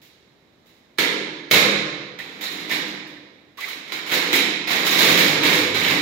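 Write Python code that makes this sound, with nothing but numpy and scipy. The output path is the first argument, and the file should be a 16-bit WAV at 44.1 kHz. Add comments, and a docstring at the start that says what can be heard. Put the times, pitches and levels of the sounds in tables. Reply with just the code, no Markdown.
"""A bare, hard-walled room, a few steps from a sheet-steel trolley, on a microphone with two differently
coloured ports. Over faint room air, steel forceps and scissors are set down at 1 s and 1.5 s: each contact
rings an instrument and drums the top, and the walls draw it into a long wash. From 2.2 s they are nudged,
with small clinks and squeaks; from 4 s a hand gathers them, sliding steel over steel. Just after 5 s the
bunch is tipped up and dragged on its tips, and the frame rumbles under its weight."""
import sys
import numpy as np
from scipy import signal
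from scipy.fft import rfft, irfft, next_fast_len
from scipy.io import wavfile

SR = 44100
rng = np.random.default_rng(int(sys.argv[2]) if len(sys.argv) > 2 else 0)


def unload_audio(sound):
    """Save the sound as a 16-bit wav file, at the path given as the first command line argument."""
    columns = np.transpose(np.atleast_2d(sound))
    # keep every value between -1 and 1, then stretch to whole-number steps
    steps = np.round(np.clip(columns, -1, 1) * 32767)
    wavfile.write(sys.argv[1], SR, steps.astype(np.int16))


N = 265041

# colour of the room's steady rush: frequency_hz, level_db
AIR_COLOUR = [(25, -22), (70, 1.5), (130, 4), (200, 4.5), (330, 6), (700, -3), (1500, -10), (2300, -16),
              (4000, -14.5), (8000, -15.5), (16000, -23)]
# steel striking steel: start_s, level_db, treble_db, rattle_t60_s
CLINKS = [(.016, -60, 18, 0.17), (.984, -15, -1, 0.052), (1.511, -13, 4.5, .03), (1.533, -12, 1, 0.24),
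          (2.187, -34, -2, 0.041), (2.409, -29.5, 5, 0.17), (2.438, -31.5, 5, 0.021), (2.515, -37, 6, 0.04),
          (2.694, -26, -1, 0.072), (2.711, -22, 1, 0.11), (2.88, -40.5, 3, 0.019), (3.072, -53.5, 9, .033),
          (3.572, -34.5, 2, 0.37), (3.606, -34.5, 4.5, 0.035), (3.684, -40.5, 12, 0.027),
          (3.92, -27.5, 2.5, 0.043), (4.115, -21.5, -3, 0.12), (4.14, -24.5, 8.5, 0.028),
          (4.33, -15, 3, 0.013), (4.353, -24, 10, 0.017), (4.672, -19.5, -2.5, 0.21),
          (4.706, -21, 3, 0.059), (5.014, -19.5, -15, 0.015), (5.198, -35, 13, 0.017),
          (5.433, -16, -0.5, 0.077), (5.452, -17, -14, 0.029), (5.745, -18.5, -5, 0.083),
          (5.908, -20, -14, 0.032)]
# ring of the instruments: pitch_hz, level_db, t60_s
STEEL_MODES = [(1421, -24.5, 0.6), (2190, 14.5, 0.075), (2090, -3.5, 0.18), (2350, -1, .1),
               (3060, -0.5, 0.087), (3500, -2, 0.13), (3530, -1, .1), (4160, -6, 0.21), (5340, -26, 0.09),
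               (5960, 2, 0.22), (6620, 7, 0.1), (6920, 10.5, 0.1), (9500, -5, 0.14), (11000, -7, .15),
               (12100, 16, 0.12), (14200, 20.5, 0.19), (15000, 1, 0.091)]
# colour of steel-on-steel contact: frequency_hz, level_db
CONTACT_COLOUR = [(60, -55.5), (250, -3), (600, -3), (1100, 0.5), (2200, 0), (4000, -1), (8000, -2),
                  (16000, -3)]
# a hand pushes instruments over each other: start_s, length_s, swell_share, level_db, treble_db
STROKES = [(0.636, 0.067, 0.28, -56, 12), (2.206, 0.18, 0.46, -35, -9), (2.45, 0.27, 0.5, -30.5, -3),
           (3.588, 0.085, 0.4, -29.5, 1), (3.844, 0.068, 0.47, -26.5, -10), (4.048, 0.092, 0.57, -16, 1),
           (4.184, 0.15, .3, -21, -1), (4.67, 0.12, 0.58, -17, 0.5), (4.737, 0.49, 0.46, -10, 6),
           (5.263, 0.16, .3, -16.5, -12), (5.413, 0.13, .3, -14.5, 6), (5.713, 0.2, 0.6, -15.5, 1)]
# ring of the trolley top: pitch_hz, level_db, t60_s
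TOP_MODES = [(126.4, -16.5, 0.39), (160.6, -21.5, 0.097), (180, -2, 0.69), (207.8, 4, 0.25), (280, 1, 0.87),
             (299.4, 9.5, 0.28), (349, -1.5, 0.34), (439, 9, 0.15), (494, 3, 0.69), (560, 2, 0.21),
             (675, 11.5, 0.2), (856, 9, 0.28)]
# colour of the top's drumming: frequency_hz, level_db
TOP_COLOUR = [(25, -35), (70, -33), (105, -27.5), (150, -1), (330, 1), (520, 3), (800, -13), (1600, -6),
              (5000, -43)]
# handles landing on the top, each on a spot that favours one pitch: start_s, level_db, pitch_hz
THUDS = [(0.987, -11, 415), (1.511, -6.5, 530), (1.519, -4.5, 153), (2.245, -27, 292), (2.513, -20, 302),
         (2.714, -16, 270), (2.96, -35, 294), (3.09, -35.5, 567), (3.759, -29.5, 297), (3.938, -27, 307),
         (4.15, -17, 337), (4.335, -14, 303), (4.705, -15.5, 236), (4.98, -8.5, 296), (5.075, -3.5, 133),
         (5.09, -17.5, 302), (5.3, -22.5, 492.6), (5.52, -13, 447), (5.755, -15, 268), (5.912, -9.5, 274)]
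# steel dragged on steel, and one brief high ring at 2.425 s: start_s, length_s, pitch_hz, level_db
SQUEAKS = [(2.185, 0.032, 1948, -44), (2.425, 0.077, 4300, -42), (2.696, 0.046, 1930, -36),
           (3.157, 0.033, 1840, -59), (3.246, 0.029, 2000, -71), (3.572, 0.034, 1140, -47.5),
           (3.614, 0.055, 2120, -41.5), (3.672, 0.02, 1180, -45), (5.821, 0.089, 3140, -34)]
# reverberation of the bare room: frequency_hz, t60_s
ROOM_DECAY = [(100, 1.69), (280, 1.4), (600, 1.3), (1200, 1.28), (2300, 1.19), (4400, 1.135), (6400, 0.93),
              (9000, 0.64), (14000, 0.36)]
# response of each microphone port: frequency_hz, level_db
LEFT_PORT = [(100, 0.5), (1000, -2), (3300, -1.5), (4500, -6), (5700, -11.5), (6700, -3), (7400, -8.5),
             (8300, -13.5), (11500, -11), (15700, -13)]
RIGHT_PORT = [(100, 0), (1000, 0), (1450, 1), (2140, 11), (2800, 3), (3400, 5), (3900, 10), (4500, -0.5),
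              (5400, -1), (6500, -14), (7600, -21), (9600, -28), (12000, -10.5), (14000, -5)]


def amp(db):
    """Decibels to gain."""
    return 10 ** (np.asarray(db) / 20)


def unit(x):
    """Scale to rms 1."""
    return x / np.sqrt(np.mean(x ** 2) + 1e-20)


def along(points, hz):
    """Read (frequency_hz, value) points on a log frequency axis."""
    points_hz, values = np.transpose(points)
    return np.interp(np.log(hz + 1), np.log(points_hz), values)


def filtered(x, response):
    """Apply a gain that depends on frequency, with no phase shift."""
    n = x.shape[-1]
    size = next_fast_len(n + 8192, True)
    return irfft(rfft(x, size) * response(np.fft.rfftfreq(size, 1 / SR)), size)[..., :n]


def band(x, centre_hz, width_hz):
    """One broad resonance of x, at rms 1."""
    return unit(filtered(x, lambda hz: 1 / (1 + ((hz - centre_hz) / (width_hz / 2)) ** 4)))


def coloured(x, colour, size=4096):
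    """Pass x through a minimum-phase filter drawn from (frequency_hz, level_db) points."""
    cepstrum = irfft(np.log(amp(along(colour, np.fft.rfftfreq(size, 1 / SR)))))
    cepstrum[1:size // 2] *= 2
    cepstrum[size // 2 + 1:] = 0
    impulse = irfft(np.exp(rfft(cepstrum)))
    return signal.oaconvolve(x, impulse)[:len(x)]


def add(track, start_s, sound):
    """Mix a sound into a track."""
    part = track[max(round(start_s * SR), 0):][:len(sound)]
    part += sound[:len(part)]


def room_air():
    """The faint steady rush of the room, shared by both ports only in the bass."""
    mid, side = (unit(coloured(noise, AIR_COLOUR)) for noise in rng.standard_normal((2, N)))
    side = filtered(side, lambda hz: np.minimum(0.21 + 0.29 * hz / 500, 1))
    return amp(-58.5) * np.array([mid + side, mid - side])


def chatter(t60_s):
    """Force of one contact: a first tap and a dying burst of tiny rebounds."""
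    t = np.arange(SR // 8) / SR
    force = rng.standard_normal(len(t)) * amp(-60 * t / t60_s)
    # the longer the rattle, the less of the blow lies in the first tap
    force *= amp(5) * (t60_s / 0.012) / np.linalg.norm(force)
    force[0] = 1
    return force / np.linalg.norm(force) * np.sqrt(SR / 10)


def harden(force, treble_db, corner_hz=6500):
    """Sharp tips add treble to a contact; gloved and glancing ones lose it."""
    treble = signal.sosfilt(signal.butter(1, corner_hz, 'high', fs=SR, output='sos'), force)
    return force + (amp(treble_db) - 1) * treble


def ring(modes, detune, scatter_db, ring_db):
    """A steel part's answer to one tap, at energy 1: a crack, and dying modes at ring_db against it."""
    t = np.arange(SR // 3) / SR
    tone = np.zeros(len(t))
    for hz, db, t60_s in modes:
        level_draw, pitch_draw, sign_draw = rng.standard_normal(3)
        decay = amp(db + scatter_db * level_draw - 60 * t / t60_s)
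        tone += np.sign(sign_draw) * decay * np.sin(2 * np.pi * hz * (1 + detune * pitch_draw) * t)
    tone *= amp(ring_db) / np.linalg.norm(tone)
    tone[0] += 1  # the crack
    return tone / np.linalg.norm(tone)


def instruments(sliding, treble_db, count=6, neighbour_db=-7, graze_lead_s=0.0083, graze_db=-29):
    """Forceps and scissors, each with its own tuning and spot, ring under the clinks and the sliding."""
    out = np.zeros((2, N))
    for instrument in range(count):
        force = harden(sliding / np.sqrt(count) * jostle(taps_per_s=32, spread_db=14.5), treble_db)
        for clink, (start_s, db, tip_db, rattle_t60_s) in enumerate(CLINKS):
            # one instrument takes the blow and shakes its neighbours in the pile
            share_db = 0 if clink % count == instrument else neighbour_db
            blow = amp(db + share_db) * harden(chatter(rattle_t60_s), tip_db)
            add(force, start_s - graze_lead_s, amp(graze_db) * blow)  # it grazes the pile, then strikes
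            add(force, start_s, blow)
        steel = signal.oaconvolve(force, ring(STEEL_MODES, detune=0.012, scatter_db=0.5, ring_db=-17))
        out += room(coloured(steel[:N], CONTACT_COLOUR), direct_db=-13.5)
    return out


def room(x, direct_db, port_gap_m=0.16):
    """One spot heard from a few steps away: a direct path to each port and a long wash off the walls."""
    hz, t, tails = signal.stft(rng.standard_normal((2, 3 * SR // 2)), SR, nperseg=256)
    tails = tails * amp(-60 * t / along(ROOM_DECAY, hz)[:, None])
    alike = np.sinc(2 * hz * port_gap_m / 343)[:, None]  # long waves reach both ports alike
    mid, side = signal.istft(tails * np.sqrt([1 + alike, 1 - alike]), SR, nperseg=256)[1]
    paths = np.array([mid + side, mid - side]) / np.sqrt(SR / 5)
    # each spot lies at a slightly different distance from each port
    delay_samples = rng.integers(0, 60) + rng.integers(0, 12, 2)
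    paths[[0, 1], delay_samples] += amp(direct_db)
    return signal.fftconvolve(x[None], paths, axes=1)[:, :N]


def hand_strokes(settle_db_per_s=167):
    """Strength and treble of the sliding: each stroke swells, holds and dies as the pile settles."""
    t = np.arange(N) / SR
    levels = np.zeros((len(STROKES), N))
    for i, (start_s, length_s, swell_share, db, _) in enumerate(STROKES):
        swell = np.clip((t - start_s) / (swell_share * length_s), 0, 1)
        settling_s = np.maximum(t - start_s - length_s, 0)
        levels[i] = swell * amp(db - settle_db_per_s * settling_s)
    treble_db = np.transpose(STROKES)[-1][levels.argmax(axis=0)]  # set by the strongest stroke
    return levels.max(axis=0), treble_db


def jostle(taps_per_s, spread_db):
    """Sliding steel catches in random taps, at rms 1: many small ones and a few that stand out."""
    taps = rng.random(N) < taps_per_s / SR
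    return unit(taps * rng.choice([-1, 1], N) * amp(spread_db * rng.random(N) ** 2))


def trolley_top(sliding, spots=2, drum_db=-2, press_db=3):
    """The sheet drums under sliding and thuds, differently at each spot; pressing tips rub it harder."""
    rubbing = sliding * amp(drum_db + press_db * weight_on_tips())
    thuds = handle_landings()
    out = np.zeros((2, N))
    for _ in range(spots):
        force = rubbing * jostle(taps_per_s=65, spread_db=13) + thuds
        sheet = signal.oaconvolve(force, ring(TOP_MODES, detune=0.0045, scatter_db=1, ring_db=-14.5))
        out += room(coloured(sheet[:N], TOP_COLOUR), direct_db=-13)
    return out / np.sqrt(spots)


def handle_landings(landings=3, flight_s=0.07, loss_db=4, t60_cycles=4.4):
    """Force of the handles: each bounces ever more weakly, flexing the top for a few cycles a landing."""
    t = np.arange(SR // 10) / SR
    force = np.zeros(N)
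    for start_s, db, hz in THUDS:
        flex = np.sin(2 * np.pi * hz * t) * amp(-60 * hz * t / t60_cycles)
        flex *= np.sqrt(SR / 10) / np.abs(rfft(flex)).max()  # the same spectral peak at any pitch
        for bounce in range(landings):
            add(force, start_s + bounce * flight_s, amp(db - bounce * loss_db) * flex)
    return force


def trolley_frame(pitch_hz=112.7, jolt_db=-31, jolt_peak_s=0.012, rumble_db=-46):
    """The frame resonates: deeper thuds jolt it more, and it rumbles under the dragged bunch."""
    rise = np.arange(SR // 3) / SR / jolt_peak_s
    jolt = rise * np.exp(1 - rise)
    load = amp(rumble_db) * weight_on_tips()
    for start_s, db, thud_hz in THUDS:
        add(load, start_s, amp(db + jolt_db) * (pitch_hz / thud_hz) ** 2 * jolt)
    return room(load * band(rng.standard_normal(N), pitch_hz, width_hz=40), direct_db=-1.5)


def squeaks(width_share=0.24):
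    """A dragged tip sticks and slips unevenly, giving a short rasping tone; one row is instead a brief high
    ring."""
    t = np.arange(SR // 10) / SR
    track = np.zeros(N)
    for start_s, length_s, hz, db in SQUEAKS:
        rasp = band(rng.standard_normal(len(t)), hz, width_share * hz)
        swell = np.sin(np.pi * np.minimum(t / length_s, 1))
        add(track, start_s, amp(db) * swell * rasp)
    return room(track, direct_db=6.5)


def weight_on_tips(start_s=5.15, rise_s=0.29):
    """The bunch is tipped up: the share of its weight that rests on the tips, 0 to 1."""
    return np.clip((np.arange(N) / SR - start_s) / rise_s, 0, 1)


def scene():
    """The room at the microphone; the same hand strokes drive the instruments and the trolley top."""
    sliding, treble_db = hand_strokes()
    return (instruments(sliding, treble_db) + trolley_top(sliding) + trolley_frame()
            + squeaks() + room_air())


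def record(dry):
    """Each microphone port has its own resonances; peaks are rounded and the treble ends steeply."""
    ceiling, cutoff_hz = 0.92, 15800
    ports = np.array([coloured(dry[0], LEFT_PORT), coloured(dry[1], RIGHT_PORT)])
    rounded = ports / (1 + np.abs(ports / ceiling) ** 6) ** (1 / 6)
    return filtered(rounded, lambda hz: 1 / (1 + (hz / cutoff_hz) ** 200))


dry = scene()
out = record(dry)
unload_audio(out)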